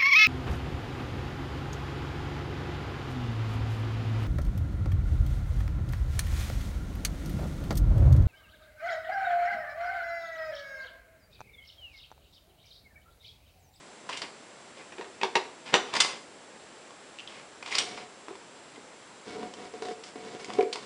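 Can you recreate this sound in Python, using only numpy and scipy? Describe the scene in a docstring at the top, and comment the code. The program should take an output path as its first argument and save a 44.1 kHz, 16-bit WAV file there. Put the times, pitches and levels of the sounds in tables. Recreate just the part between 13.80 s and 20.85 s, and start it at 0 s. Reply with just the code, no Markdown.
"""An empty plastic jar clacks and skitters on a tiled kitchen floor as a dog works at it. Pinned by a
paw, it knocks dully; it slips free, scrapes, squeaks and clacks; then the muzzle closes its mouth and
it rolls with a hollow rumble. Each blow and rub rings the jar's thin wall. One microphone hears it
from behind the dog's body, with the small hard room ringing briefly over a steady hiss."""
import sys
import numpy as np
from scipy import signal
from scipy.fft import rfft, irfft
from scipy.io import wavfile

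SR = 44100
rng = np.random.default_rng(int(sys.argv[2]) if len(sys.argv) > 2 else 0)


def put_to_file(sound):
    """Save the sound as 16-bit audio at rate SR, in the file named by the first command-line argument."""
    columns = np.atleast_2d(sound).T  # one column per channel
    safe = np.clip(columns, -1, 1)
    whole_steps = np.round(safe * 32767)
    wavfile.write(sys.argv[1], SR, whole_steps.astype(np.int16))


N = 310905


def free_jar():
    """The loose jar scrapes, squeaks and clacks against claws, teeth and tile."""
    # Hard hits. Each row: start in seconds, relative level in dB, brightness in dB per octave,
    # contact time in seconds, tone of the struck spot in Hz, its gain in dB.
    clacks = [(.2905, -1, -3, 0.0062, 1010, 5), (.327, -8, -1, 0.0069, 2740, 8),
              (.372, -12.5, 4.5, .004, 3100, -4), (.4165, -1.5, -2, 0.0067, 4630, 6),
              (2.138, 2.5, -1.5, 0.0036, 1010, 4), (2.15, 4.5, -1, 0.0098, 1020, 8),
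              (2.164, 6, -1.5, 0.0053, 4940, 5), (2.202, 14, 2.94, 0.0061, 3020, -9),
              (2.219, 3, 1.5, 0.0027, 4205, -2), (2.247, 3, -3.5, 0.0016, 4800, 4),
              (3.107, -19, -3.5, 0.0014, 1120, 10), (3.826, -8, -3, 0.003, 2360, 9),
              (3.86, -8, -2, .004, 2360, 1), (3.875, -8.5, -1.5, .0055, 1030, 6),
              (3.924, -6, -2.7, 0.0022, 2180, 14), (3.951, 2.5, 0.5, 0.0039, 4430, 9),
              (3.983, 6, 3.5, 0.0043, 3030, -12), (3.993, 0, -0.5, 0.018, 3470, 7),
              (4.174, -5.5, -4, 0.0089, 2350, -9), (4.483, -9.5, -7, 0.0019, 1210, 10),
              (4.554, -15.5, -2, 0.0019, 960, 7), (4.958, -18.5, -3.5, 0.0036, 1950, 12),
              (5.737, -10.5, -1, 0.0031, 3500, -3), (6.236, -17, 3, .0049, 4700, 0),
              (6.645, -14, 3, 0.0023, 2220, -6), (6.702, -5, -5.5, 0.0021, 1160, 2),
              (6.735, -11.5, 1.5, 0.0023, 3240, -10), (6.807, -8, -4, 0.0038, 2300, 13),
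              (6.927, -4.5, 2.6, 0.0063, 4230, 4.5), (6.957, -3, -2, 0.0028, 990, 10)]
    # Short rasps: slides on the tile and, at 1.922 s, a brief rush of noise just before the loudest knock.
    # Each row: start in seconds, seconds until the fade, relative level in dB, brightness in dB per octave.
    rasps = [(.29, 0.056, -27.5, 0.7), (.36, 0.032, -31.5, 3), (.42, 0.028, -28.5, -0.7),
             (.96, 0.053, -35.5, -2), (1.85, 0.054, -29, 0), (1.922, .015, -17, -3),
             (2.05, 0.068, -33, 0.5), (2.125, 0.083, -22.5, -0.5), (2.22, 0.082, -26.5, 0.5),
             (2.3, 0.073, -32.5, -.5), (3.47, 0.13, -36.5, 0), (3.85, 0.052, -32.5, 2.5),
             (3.905, 0.098, -23, 2.2), (4.03, 0.19, -39.5, 3)]
    # Clacks are light and hard; rasps have little top. Each row: frequency in Hz, gain in dB.
    clack_colour = [(350, -9.5), (1000, 0), (2500, 0.5), (6200, -7.5)]
    rasp_colour = [(350, 1.5), (1000, -1), (2500, 0.5), (6200, -15)]
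    # The loose wall's broad response. Each row: frequency in Hz, gain in dB.
    wall = [(30, -30), (90, -9.5), (200, -2.5), (400, 3.5), (700, 1.5), (1000, 0.5), (1600, -1.5),
            (3000, 1.5), (4800, 2.5), (7500, -0.5), (10000, -9)]
    # Its resonances. Each row: frequency in Hz, width in Hz, gain over the broad response in dB.
    modes = [(960, 68, -3.5), (1080, 49, 0), (2070, 45, -1), (2420, 20, 0), (3080, 16, -9), (3500, 76, -8),
             (4830, 31, -23), (4980, 190, -4.5), (5200, 45, -2), (5680, 120, 3), (6740, 36, 1)]
    clacking = colour(blows(clacks, spot_q=8.3), clack_colour)
    rasping = friction(rasps, rise_s=0.012, fall_s=0.039, catches_per_s=2200, spread_db=1, smooth=0.63)
    force = clacking + squeaks() + undb(-7) * colour(rasping, rasp_colour)
    return kitchen(jar(force, wall, modes), early_db=-10.5, early_s=0.01, tail_db=-6, gap_s=0.0028)


def pinned_jar():
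    """The paw tips the jar and knocks it on the tile; it rocks back with a weaker, duller bump."""
    # Knocks on the tile. Each row: start in seconds, relative level in dB, brightness in dB per octave,
    # contact time in seconds, tone of the struck spot in Hz, its gain in dB.
    knocks = [(1.121, -13.5, -1.5, .004, 2500, 4), (1.182, -7, -3, 0.0029, 353, 4),
              (1.21, -5.5, -3, 0.0029, 975, 0), (1.243, -12.5, -1.5, 0.0034, 412, 7),
              (1.413, -1, -1.5, 0.003, 2660, 8), (1.4325, 11, -1.5, 0.00208, 900, 5.5),
              (1.554, 15, -0.56, 0.0035, 924, 6.5), (1.9405, 21, 0, .0017, 2750, 4)]
    # Under the paw a knock is heavy and dull. Each row: frequency in Hz, gain in dB.
    knock_colour = [(100, 4), (200, 5), (350, 1), (1000, -0.5), (2500, 0.5), (6200, -11.5)]
    # The pinned wall's broad response. Each row: frequency in Hz, gain in dB.
    wall = [(30, -34), (90, -27), (180, -16), (280, -3), (400, 1), (620, -4), (1000, 0.5), (2100, 0.5),
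            (2900, 3), (4500, 3), (7000, -2), (10000, -13.5)]
    # Its resonances. Each row: frequency in Hz, width in Hz, gain over the broad response in dB.
    modes = [(178, 19, 4.5), (377, 13.5, -0.5), (494, 43, 6.5), (610, 30, -10), (749, 61, 6.5),
             (837, 45, 2.5), (924, 10, 7.5), (970, 28, 8.5), (1143, 27, -2), (1450, 27, -7),
             (1855, 110, -5), (2340, 20, -25), (3440, 90, -8), (3770, 85, -3), (5810, 160, 6.5)]
    lag_s, contact_s, spot_hz, spot_db = 0.012, 0.0032, 392, 8.5
    rebounds = [(start_s + lag_s, db - 10, brightness - 1.5, contact_s, spot_hz, spot_db)
                for start_s, db, brightness, *_ in knocks]
    force = undb(-3.5) * colour(blows(knocks + rebounds, spot_q=12.8), knock_colour)
    return kitchen(jar(force, wall, modes), early_db=-5, early_s=0.024, tail_db=-6.5, gap_s=0.002)


def hollow_jar(contact_s=0.0039):
    """The jar bumps with a hollow tone and, later, rolls with the muzzle closing its mouth."""
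    # Soft hollow bumps; the first two are the jar rocking back after knocks. Each row: start in seconds,
    # relative level in dB, brightness in dB per octave, tone of the bumped spot in Hz, its gain in dB.
    bumps = [(1.193, 4.5, 0, 354, 11.5), (1.26, 0, 2, 390, 9), (4.487, 0, 1, 326, 11),
             (4.507, -3.5, -2, 375, 12), (4.975, -10, -2, 251, 22), (5.628, 14, 1, 238, 5),
             (5.937, 7.5, 2, 447, 7.5), (6.021, 16.5, 3, 420, -1), (6.052, 14, 3, 724, -11),
             (6.084, 13.5, 2.5, 437, 6), (6.11, 9.5, .5, 452, 9.5), (6.356, 9.5, 1, 257, 10),
             (6.785, 20, -1.5, 420, 10), (6.792, 16.5, -3, 707, 9), (6.807, 17, -1, 500, 7),
             (6.825, 16.5, 0.5, 372, 7), (6.877, -5.5, 2, 410, 19)]
    # Each nudge rolls the jar a little way. Each row: start in seconds, seconds until the fade,
    # relative level in dB, brightness in dB per octave.
    rolls = [(3.98, 0.14, -21.5, 1), (4.12, .12, -27, -1), (5.45, 0.074, -21.5, 0), (5.53, 0.14, -22, -2.5),
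             (5.76, 0.098, -23, -0.8), (5.94, .04, -27, -1.5), (6.02, 0.09, -21, .5),
             (6.24, 0.037, -28.5, 5), (6.36, .07, -28, -0.5), (6.43, .14, -23.5, -0.5),
             (6.59, 0.061, -23.5, 1.8), (6.67, 0.11, -21.5, -1.2), (6.96, 0.098, -25.5, 0.5)]
    # A bump only flexes the jar; rolling also drums the floor. Each row: frequency in Hz, gain in dB.
    bump_colour = [(100, -2.5), (230, 3), (310, 0.5), (400, -1), (1000, -5.5), (2500, -24.5), (6200, -31)]
    roll_colour = [(60, -0.5), (140, 11.5), (210, 9.5), (330, -3), (1000, -5), (2500, -16.5), (6200, -20)]
    # The hollow tone's broad response. Each row: frequency in Hz, gain in dB.
    wall = [(30, -32), (90, -21), (140, -24.5), (200, -15.5), (290, -4), (430, -6), (600, -7), (850, -14.5),
            (1400, -6.5), (2300, -5), (5000, -1), (10000, -16)]
    # Its resonances. Each row: frequency in Hz, width in Hz, gain over the broad response in dB.
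    modes = [(230.6, 6.7, 7), (393.8, 14, 3.5), (441, 26, 12), (487.6, 13.5, 2.5), (549, 16, -4.5),
             (725.2, 12.8, 20), (963, 26, 11), (2120, 54, -2), (2215, 26, 10), (2790, 60, 2),
             (3570, 40, -12)]
    soft_hits = [(start_s, db, brightness, contact_s, *spot) for start_s, db, brightness, *spot in bumps]
    bumping = colour(blows(soft_hits, spot_q=8), bump_colour)
    rolling = friction(rolls, rise_s=0.015, fall_s=0.067, catches_per_s=700, spread_db=2.5, smooth=0.52)
    force = undb(-2.5) * bumping + undb(-3) * colour(rolling, roll_colour)
    return kitchen(jar(force, wall, modes), early_db=-8.5, early_s=0.019, tail_db=-11, gap_s=0.001)


def squeaks(slips_per_s=130, width_hz=260):
    """The muzzle sticks and slips on the plastic, ringing one spot of the wall."""
    # Muzzle rubs. Each row: start in seconds, length in seconds, relative level in dB, pitch in Hz.
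    rubs = [(3.386, .021, -1.5, 2790), (3.474, .005, 0, 3140)]
    force = np.zeros(N)
    for start_s, length_s, db, hz in rubs:
        for slip_s in np.arange(0, length_s, 1 / slips_per_s):
            push, lead = crack(contact_s=0.0024)
            add(force, undb(db) * resonate(push, hz, width_hz), int((start_s + slip_s) * SR) - lead)
    return force


def jar(force, wall, modes):
    """The thin wall answers at once and its modes ring on."""
    push = colour(force, wall)
    return push + sum(undb(db) * resonate(push, hz, width_hz) for hz, width_hz, db in modes)


def blows(hits, spot_q):
    """Firmness sets the brightness of each blow, and the spot that is hit adds its own short tone."""
    force = np.zeros(N)
    for start_s, db, brightness, contact_s, spot_hz, spot_db in hits:
        push, lead = crack(contact_s)
        push = undb(db) * tilt(push, brightness)
        spot_tone = undb(spot_db) * resonate(push, spot_hz, spot_hz / spot_q)
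        add(force, push + spot_tone, int(start_s * SR) - lead)
    return force


def crack(contact_s, size=4096, lead=512):
    """The buckling wall spreads a blow over milliseconds; the touch falls `lead` samples in."""
    age = np.arange(size) / SR / contact_s
    buckling = rng.standard_normal(size) * age * np.exp(-2 * age)
    spectrum = rfft(buckling / np.linalg.norm(buckling))
    evenness = along([(700, 1), (1800, 0.3)], size)  # even in the bass, lumpy above
    push = np.roll(irfft(spectrum / np.abs(spectrum) ** evenness), lead)
    # The force builds up quickly and is over within a few contact times.
    since_touch_s = (np.arange(size) - lead) / SR
    push *= np.interp(since_touch_s, [-0.004, 0, 3 * contact_s, 7 * contact_s], [0, 1, 1, 0])
    return push / np.linalg.norm(push), lead


def friction(strokes, rise_s, fall_s, catches_per_s, spread_db, smooth):
    """Many tiny catches of uneven size over a smoother rub; each stroke rises, holds and fades."""
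    sizes = undb(spread_db * np.minimum(rng.exponential(size=N), 3))
    catches = (rng.random(N) < catches_per_s / SR) * rng.choice([-1, 1], N) * sizes
    roughness = unit(unit(catches) + smooth * rng.standard_normal(N))
    force = np.zeros(N)
    for start_s, hold_s, db, brightness in strokes:
        start = int(start_s * SR)
        rub = tilt(roughness[start:start + SR // 2], brightness)
        age_s = np.arange(len(rub)) / SR
        rise = np.minimum(age_s / rise_s, 1)
        fade = np.clip(1 - (age_s - hold_s) / fall_s, 0, 1) ** 2
        add(force, undb(db) * rise * fade * rub, start)
    return force


def resonate(x, hz, width_hz):
    """One resonance with gain 1 at its centre."""
    return signal.lfilter(*signal.iirpeak(hz, hz / width_hz, fs=SR), x)


def tilt(x, db_per_octave, low_hz=350, high_hz=6200):
    """Brighten or dull a contact around the middle of its range."""
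    swing_db = db_per_octave * np.log2(high_hz / low_hz) / 2
    return colour(x, [(low_hz, -swing_db), (high_hz, swing_db)])


def colour(x, points):
    """Filter by a smooth curve of (Hz, dB) points."""
    return irfft(rfft(x) * undb(along(points, len(x))), len(x))


def split(x, centres_hz):
    """Overlapping bands that add up to the sound again."""
    spectrum = rfft(x)
    weights = [along(list(zip(centres_hz, row)), len(x)) for row in np.eye(len(centres_hz))]
    return [irfft(spectrum * weight, len(x)) for weight in weights]


def along(points, size):
    """Join (Hz, value) points on a log axis and read them at the bins of a sound of this size."""
    hz, value = np.transpose(points)
    return np.interp(np.log(np.fft.rfftfreq(size, 1 / SR) + 1), np.log(hz), value)


def add(track, sound, start):
    """Mix a sound in from this sample on."""
    track[start:start + len(sound)] += sound[:len(track) - start]


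def undb(db):
    """Decibels to gain."""
    return 10 ** (np.asarray(db) / 20)


def unit(x):
    """Scale to rms 1."""
    return x / np.sqrt(np.mean(x ** 2))


def kitchen(x, early_db, early_s, tail_db, gap_s):
    """The microphone gets shaded direct sound, echoes from the near corner, then the room's tail."""
    # The dog's body shades the straight path to the microphone. Each row: frequency in Hz, gain in dB.
    shade = [(500, -2), (3500, 0.5), (6000, -1), (10000, 0)]
    # The room's ring. Each row: frequency in Hz, seconds to fall by 60 dB.
    decay_times = [(150, 0.26), (400, 0.49), (1000, 0.41), (2800, 0.34), (7000, 0.38)]
    centres_hz, t60s = np.transpose(decay_times)
    t = np.arange(SR // 2) / SR
    arrival = np.clip(t / gap_s - 1, 0, 1)
    corner = rng.standard_normal(len(t)) * arrival * np.exp(-(t / early_s) ** 2)
    bands = split(rng.standard_normal(len(t)), centres_hz)
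    tail = arrival * sum(band * undb(-60 * t / t60) for band, t60 in zip(bands, t60s))
    echoes = undb(early_db) * corner / np.linalg.norm(corner)
    echoes += undb(tail_db) * tail / np.linalg.norm(tail)
    return colour(x, shade) + signal.fftconvolve(x, echoes)[:N]


def background():
    """Steady hiss behind the jar, with two faint whines high up."""
    # The hiss is fullest in the low middle. Each row: frequency in Hz, relative level in dB.
    hiss_colour = [(15, -52), (25, -33), (90, -12.5), (227, -2.5), (271, -1.5), (394, -1), (436, -0.5),
                   (506, -0.5), (1450, -6.5), (2340, -9.5), (3160, -11.5), (3400, -12), (7220, -17),
                   (7780, -18.5), (10000, -19.5), (13000, -94), (22000, -120)]
    hiss = undb(-50.5) * unit(colour(rng.standard_normal(N), hiss_colour))
    return hiss + undb(-65) * whine(hz=7585, width_hz=40) + undb(-73) * whine(hz=7880, width_hz=35)


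def whine(hz, width_hz):
    """A thin tone of even strength whose pitch jitters."""
    t = np.arange(N) / SR
    jitter = np.sqrt(2 * np.pi * width_hz / SR) * rng.standard_normal(N)
    return unit(np.sin(2 * np.pi * hz * t + np.cumsum(jitter)))


def scene():
    """The jar's knocks, clacks and hollow rolling over the background, at one microphone."""
    return (pinned_jar() + free_jar() + hollow_jar() + background())[None]


def record(dry):
    """The recorder rounds the loudest peaks and cuts the top steeply."""
    ceiling, top_hz = 0.8, 10030
    rounded = ceiling * np.tanh(dry / ceiling)
    return signal.sosfilt(signal.ellip(12, 0.2, 70, top_hz, fs=SR, output="sos"), rounded)


dry = scene()
out = record(dry)
put_to_file(out)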